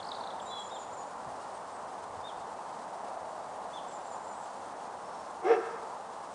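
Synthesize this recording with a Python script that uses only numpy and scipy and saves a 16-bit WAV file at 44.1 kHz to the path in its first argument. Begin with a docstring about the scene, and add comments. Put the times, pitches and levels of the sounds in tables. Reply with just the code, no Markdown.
"""Lambs' paddock with far traffic

Distant tyres merge into a steady rush under a faint hiss. Lambs' hooves thud softly on the turf and
their legs brush dry grass. Small birds tick, chirp and whistle in gliding sine notes, blurred by trees.
Near the end an animal gives one short, gruff, bark-like call: uneven vocal pulses and breath ring
its throat, and the sound comes back from shed, hedge and tree line."""
import sys
import numpy as np
from scipy import signal
from scipy.fft import rfft, irfft
from scipy.io import wavfile
from scipy.ndimage import uniform_filter1d

SR = 44100
rng = np.random.default_rng(int(sys.argv[2]) if len(sys.argv) > 2 else 0)


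def wav_out(sig):
    """Save sig, one row per channel (or a flat mono array), as 16-bit PCM at SR to the path in sys.argv[1]."""
    wavfile.write(sys.argv[1], SR, np.round(np.clip(np.atleast_2d(sig).T, -1, 1) * 32767).astype(np.int16))


N = 279594
TIME = np.arange(N) / SR


def from_db(db):
    """Decibels to gain."""
    return 10 ** (np.asarray(db) / 20)


def rms_one(x):
    """Scale to unit power."""
    return x / np.sqrt(np.mean(x ** 2) + 1e-20)


def even(x):
    """Hold a signal at unit power from moment to moment."""
    return x / np.sqrt(np.abs(uniform_filter1d(x ** 2, SR // 50)) + 1e-12)


def colour(x, points):
    """EQ a signal along a curve of (frequency [Hz], gain [dB]) points."""
    hz, db = np.transpose(points)
    bins = np.maximum(np.fft.rfftfreq(len(x), 1 / SR), 1)
    return irfft(rfft(x) * from_db(np.interp(np.log(bins), np.log(hz), db)), len(x))


def band(x, low_hz, high_hz, order=2):
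    """Butterworth band-pass."""
    return signal.sosfilt(signal.butter(order, [low_hz, high_hz], "band", fs=SR, output="sos"), x)


def resonate(x, hz, width_hz):
    """A resonance with gain 1 at its top."""
    r = np.exp(-np.pi * width_hz / SR)
    feedback = [1, -2 * r * np.cos(2 * np.pi * hz / SR), r * r]
    return signal.lfilter(np.array([1, 0, -1]) * (1 - r * r) / 2, feedback, x)


def drift(rate_hz):
    """Smooth random modulation of unit power, rolling off above rate_hz."""
    bins = np.fft.rfftfreq(N, 1 / SR)
    return rms_one(irfft(rfft(rng.standard_normal(N)) / (1 + (bins / rate_hz) ** 2) ** 2, N))


def swell(peak_s, rise, fall, hold_s=0):
    """An envelope in dB that climbs to 0, holds and falls again; slopes in dB per second."""
    attack_db = np.minimum(rise * (TIME - peak_s), 0)
    release_db = fall * np.maximum(TIME - peak_s - hold_s, 0)
    return np.maximum(attack_db - release_db, -120)


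def tone(hz, db, waver):
    """A sine whose pitch wavers a little."""
    pitch_hz = hz * (1 + waver * drift(152.6))
    return np.sqrt(2) * from_db(db) * np.sin(2 * np.pi * np.cumsum(pitch_hz) / SR)


def traffic(rush_db=-41.5, ebb_db_per_s=0.1657, drone_db=-45):
    """Far tyres merge into a slowly ebbing rush; one vehicle's drone swells and recedes within it."""
    # spectrum of distant tyre noise: (frequency [Hz], gain [dB])
    tyre_eq = [(25, -33), (50, -32), (85, -16.5), (130, -20), (200, -11), (330, -13), (480, -6.5),
               (640, -2.5), (820, 1.5), (1050, -2.5), (1350, -11), (1800, -19), (2500, -29.5), (4000, -41)]
    rush = rms_one(colour(rng.standard_normal(N), tyre_eq))
    rush *= from_db(rush_db - ebb_db_per_s * TIME + 0.28 * drift(7.6))
    drone = rms_one(band(rng.standard_normal(N), 608, 770))
    return rush + drone * from_db(drone_db + swell(peak_s=3.02, rise=36, fall=6))


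def hiss(level_db=-58, flicker_db=1.04):
    """A faint, slightly flickering hiss lies above the traffic."""
    # spectrum of the hiss: (frequency [Hz], gain [dB])
    hiss_eq = [(1500, -11), (2800, 2), (4200, 2), (6000, 1), (8000, 1.5), (10000, -2.5)]
    return rms_one(colour(rng.standard_normal(N), hiss_eq)) * from_db(level_db + flicker_db * drift(40))


def grass():
    """Dry stalks crackle briefly as legs brush through."""
    # leg strokes through the grass: (time [s], length [s], level [dB])
    rustles = [(1.398, 0.065, -61), (1.684, 0.036, -65.5), (2.026, 0.024, -56.5), (3.274, 0.03, -60),
               (3.697, 0.08, -63), (3.886, 0.062, -61)]
    strokes = sum(from_db(db) * np.exp(-(2 * (TIME - s) / length - 1) ** 2) for s, length, db in rustles)
    crackle = rng.standard_normal(N) * from_db(2 * drift(400))
    return strokes * rms_one(band(crackle, 2000, 9500))


def hooves(attack_s=0.0091):
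    """Soft ground answers each step with a dull thud."""
    # hoof falls on turf: (time [s], level [dB], time to fall 60 dB [s])
    steps = [(1.26, -49.5, 0.25), (2.10, -54, 0.41), (2.17, -58, 0.39), (2.36, -53, 0.32)]
    envelope = np.zeros(N)
    for s, db, t60 in steps:
        age = np.maximum(TIME - s, 0)
        envelope += from_db(db - 60 * age / t60) * (1 - np.exp(-age / attack_s))
    return envelope * rms_one(band(rng.standard_normal(N), 55, 170))


def tree_line(x, wet_db, t60, build_s):
    """Trunks and twigs scatter the sound into a tail that builds up and dies away."""
    # colour of the scatter from the trees: (frequency [Hz], gain [dB])
    scatter_eq = [(200, -8), (400, -6), (700, -5), (1400, 9), (2200, -1.5), (3500, 1.5), (7500, 4.5)]
    age = TIME[:2 * SR]
    envelope = from_db(-60 * age / t60) * (1 - np.exp(-age / build_s))
    tail = colour(rng.standard_normal(len(age)), scatter_eq) * envelope
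    return from_db(wet_db) * signal.fftconvolve(x, tail / np.sqrt(np.sum(tail ** 2)))[:N]


def echoes(x, dull_hz=900):
    """Shed and hedge throw back a few dull, separate echoes."""
    # reflections off shed and hedge: (delay [s], gain [dB])
    slaps = [(.064, -9.5), (.125, -41), (.172, -34), (.222, -25)]
    dull = band(x, 100, dull_hz, order=1)
    return sum(from_db(db) * np.interp(TIME - delay, TIME, dull, left=0) for delay, db in slaps)


def bird_notes(tick_s=.0075, tick_fall=0.24, upper_ratio=1.2):
    """The birdsong as notes of (time [s], length [s], start-middle-end pitch [Hz], level [dB])."""
    # a twitter of quick downward ticks: (time [s], middle pitch [Hz], level [dB])
    ticks = [(.0, 3360, -47), (.027, 4250, -48), (.047, 4500, -50), (.068, 4830, -53), (.087, 4640, -45.5),
             (.115, 3740, -37.5), (.148, 4280, -48), (.206, 4330, -50.5), (.236, 3730, -45.5),
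             (.271, 3850, -45.5), (0.302, 3580, -48.5), (.398, 3420, -48.5)]
    for s, hz, db in ticks:
        yield s, tick_s, hz * (1 + tick_fall * np.array([.5, 0, -.5])), db
    # arched chirps: (time [s], length [s], top pitch [Hz], level [dB])
    chirps = [(0.698, .088, 3770, -51.5), (2.227, 0.092, 3720, -53), (3.722, 0.083, 3580, -52)]
    # a chirp's pitch curve: (start, middle, end) [shares of the top pitch]
    chirp_curve = [.9, 0.98, .74]
    for s, length, hz, db in chirps:
        arch = hz * np.array(chirp_curve)
        yield s, length, arch, db
        second_voice = upper_ratio * np.linspace(arch[1], arch[2], 3)
        yield s + length / 2, length / 2, second_voice, db - 10.5
    # thin, high "tsee" calls in two runs: (time [s], pitch [Hz], level [dB])
    tsees = [(0.413, 7300, -56.5), (.588, 7230, -54.5), (.742, 7100, -56.5), (.926, 7070, -58.5),
             (3.878, 7380, -60), (4.059, 7250, -59.5), (4.236, 7240, -61)]
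    for s, hz, db in tsees:
        yield s, .026, hz * np.array([0.94, 1.045, 1.01]), db + 1.5   # an upward flick
        yield s + 0.032, 0.0736, hz * np.array([1.02, 0.98, .978]), db   # then a longer, sagging note
    # slurred whistles: (time [s], length [s], start [Hz], middle [Hz], end [Hz], level [dB])
    slurs = [(.44, .185, 3650, 3990, 3850, -53.5), (0.484, 0.17, 3540, 3380, 3327, -48),
             (.684, .02, 4970, 5350, 5350, -64), (1.532, .035, 8600, 8480, 8400, -63),
             (1.71, 0.067, 8600, 8300, 7550, -64.5), (3.705, 0.087, 5700, 6150, 6200, -67),
             (4.113, .065, 8900, 8750, 8550, -68), (4.296, 0.18, 8600, 7850, 7360, -64.5),
             (5.0, .25, 5380, 5450, 5450, -70.5)]
    for s, length, *pitches, db in slurs:
        yield s, length, pitches, db


def birds(waver=0.01, flutter_db=1.0):
    """Small birds whistle near-sine notes that glide along a curve and waver a little."""
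    song = np.zeros(N)
    wobble = 1 + waver * drift(210)
    flutter = from_db(flutter_db * drift(70))
    for s, length, pitches, db in bird_notes():
        at = int(s * SR) + np.arange(int(length * SR))
        glide = np.polyfit([0, .5, 1], pitches, 2)
        hz = np.polyval(glide, np.linspace(0, 1, len(at))) * wobble[at]
        envelope = from_db(db) * signal.windows.tukey(len(at), .5)
        song[at] += envelope * np.sqrt(2) * np.sin(2 * np.pi * np.cumsum(hz) / SR)
    return song * flutter


def vocal_folds(phase, looseness, rasp=1.7):
    """Loose folds flap in uneven pulses and let a puff of air through in each cycle."""
    pulses = rms_one(sum(np.cos(k * phase) for k in range(1, 5)))
    pulses *= 1 + .5 * drift(220) + .5 * np.cos(phase / 2)   # strong and weak cycles take turns
    breath = rng.standard_normal(N) * (1 + .5 * np.cos(phase))
    return np.sqrt(looseness) * pulses + rasp * breath


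def throat(source, mouth_db):
    """The throat rings at its formants; an open mouth lets out the upper ones."""
    # throat resonances: (frequency [Hz], width [Hz], relative level [dB])
    formants = [(395, 140, 0), (565, 130, -6), (740, 220, -9), (1240, 330, -7), (1540, 280, -12),
                (2120, 220, -15), (2600, 200, -25), (3180, 300, -28), (5550, 700, -28)]
    rings = [from_db(db) * even(resonate(resonate(source, hz, width), hz, width))
             for hz, width, db in formants]
    return rings[0] + from_db(mouth_db) * sum(rings[1:])


def gruff_call(start_s=5.412, peak_s=5.507, top_hz=469.6, jitter=.06):
    """One push of air: the rough voice locks into a clear hoot at its height, then breaks up again."""
    attack_s, hold_s, release_s, depth_db = 0.044, 0.081, 0.079, 26.5
    end_s = start_s + attack_s + hold_s + release_s
    past_peak_s = np.clip(TIME, start_s, end_s) - peak_s
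    push_db = swell(start_s + attack_s, depth_db / attack_s, depth_db / release_s, hold_s)
    effort_db = swell(peak_s, rise=540, fall=381, hold_s=0.01094)
    voice_db, hoot_db = push_db - 30.5, effort_db - 18.5

    looseness = 1 / (1 + from_db(2 * (hoot_db - voice_db)))   # the pitch steadies while the hoot leads
    pitch_hz = (top_hz + 4 * effort_db) * (1 + jitter * looseness * drift(146))
    phase = 2 * np.pi * np.cumsum(pitch_hz) / SR
    mouth_db = 2 + 34 * past_peak_s + .12 * effort_db   # opens through the call, wider with effort
    voice = from_db(voice_db) * throat(vocal_folds(phase, looseness), mouth_db)
    hoot = np.sqrt(2) * from_db(hoot_db) * np.sin(phase)
    upper_tone = tone(hz=729.5, db=-33 + push_db + 30 * past_peak_s, waver=.045)

    # a thin whistle of air sets in at the peak and climbs
    whistle_db = -50 + swell(peak_s, rise=1000, fall=1000, hold_s=0.045)
    whistle = tone(hz=2550 + 2300 * past_peak_s, db=whistle_db, waver=0.0049)
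    gate = uniform_filter1d(1.0 * ((TIME > start_s) & (TIME < end_s)), SR // 60)
    return (band(voice, 300, 6300, order=6) + hoot + upper_tone + whistle) * gate


def scene():
    """The paddock in mono, with its reflections; the birds sit among the trees."""
    call, song = gruff_call(), birds()
    near = call + echoes(call) + tree_line(call, wet_db=-5.5, t60=1.0, build_s=0.087)
    twigs = tree_line(song, wet_db=-5.0, t60=0.28, build_s=0.002)   # nearby branches blur each note
    far = song + twigs + tree_line(song, wet_db=-6.0, t60=0.69, build_s=0.025)
    return (near + far + hooves() + grass() + traffic() + hiss())[None]


def record(dry, cutoff_hz=10050):
    """A steep low-pass takes off the top."""
    return signal.sosfilt(signal.ellip(12, .1, 80, cutoff_hz, fs=SR, output="sos"), dry)


dry = scene()
out = record(dry)
wav_out(out)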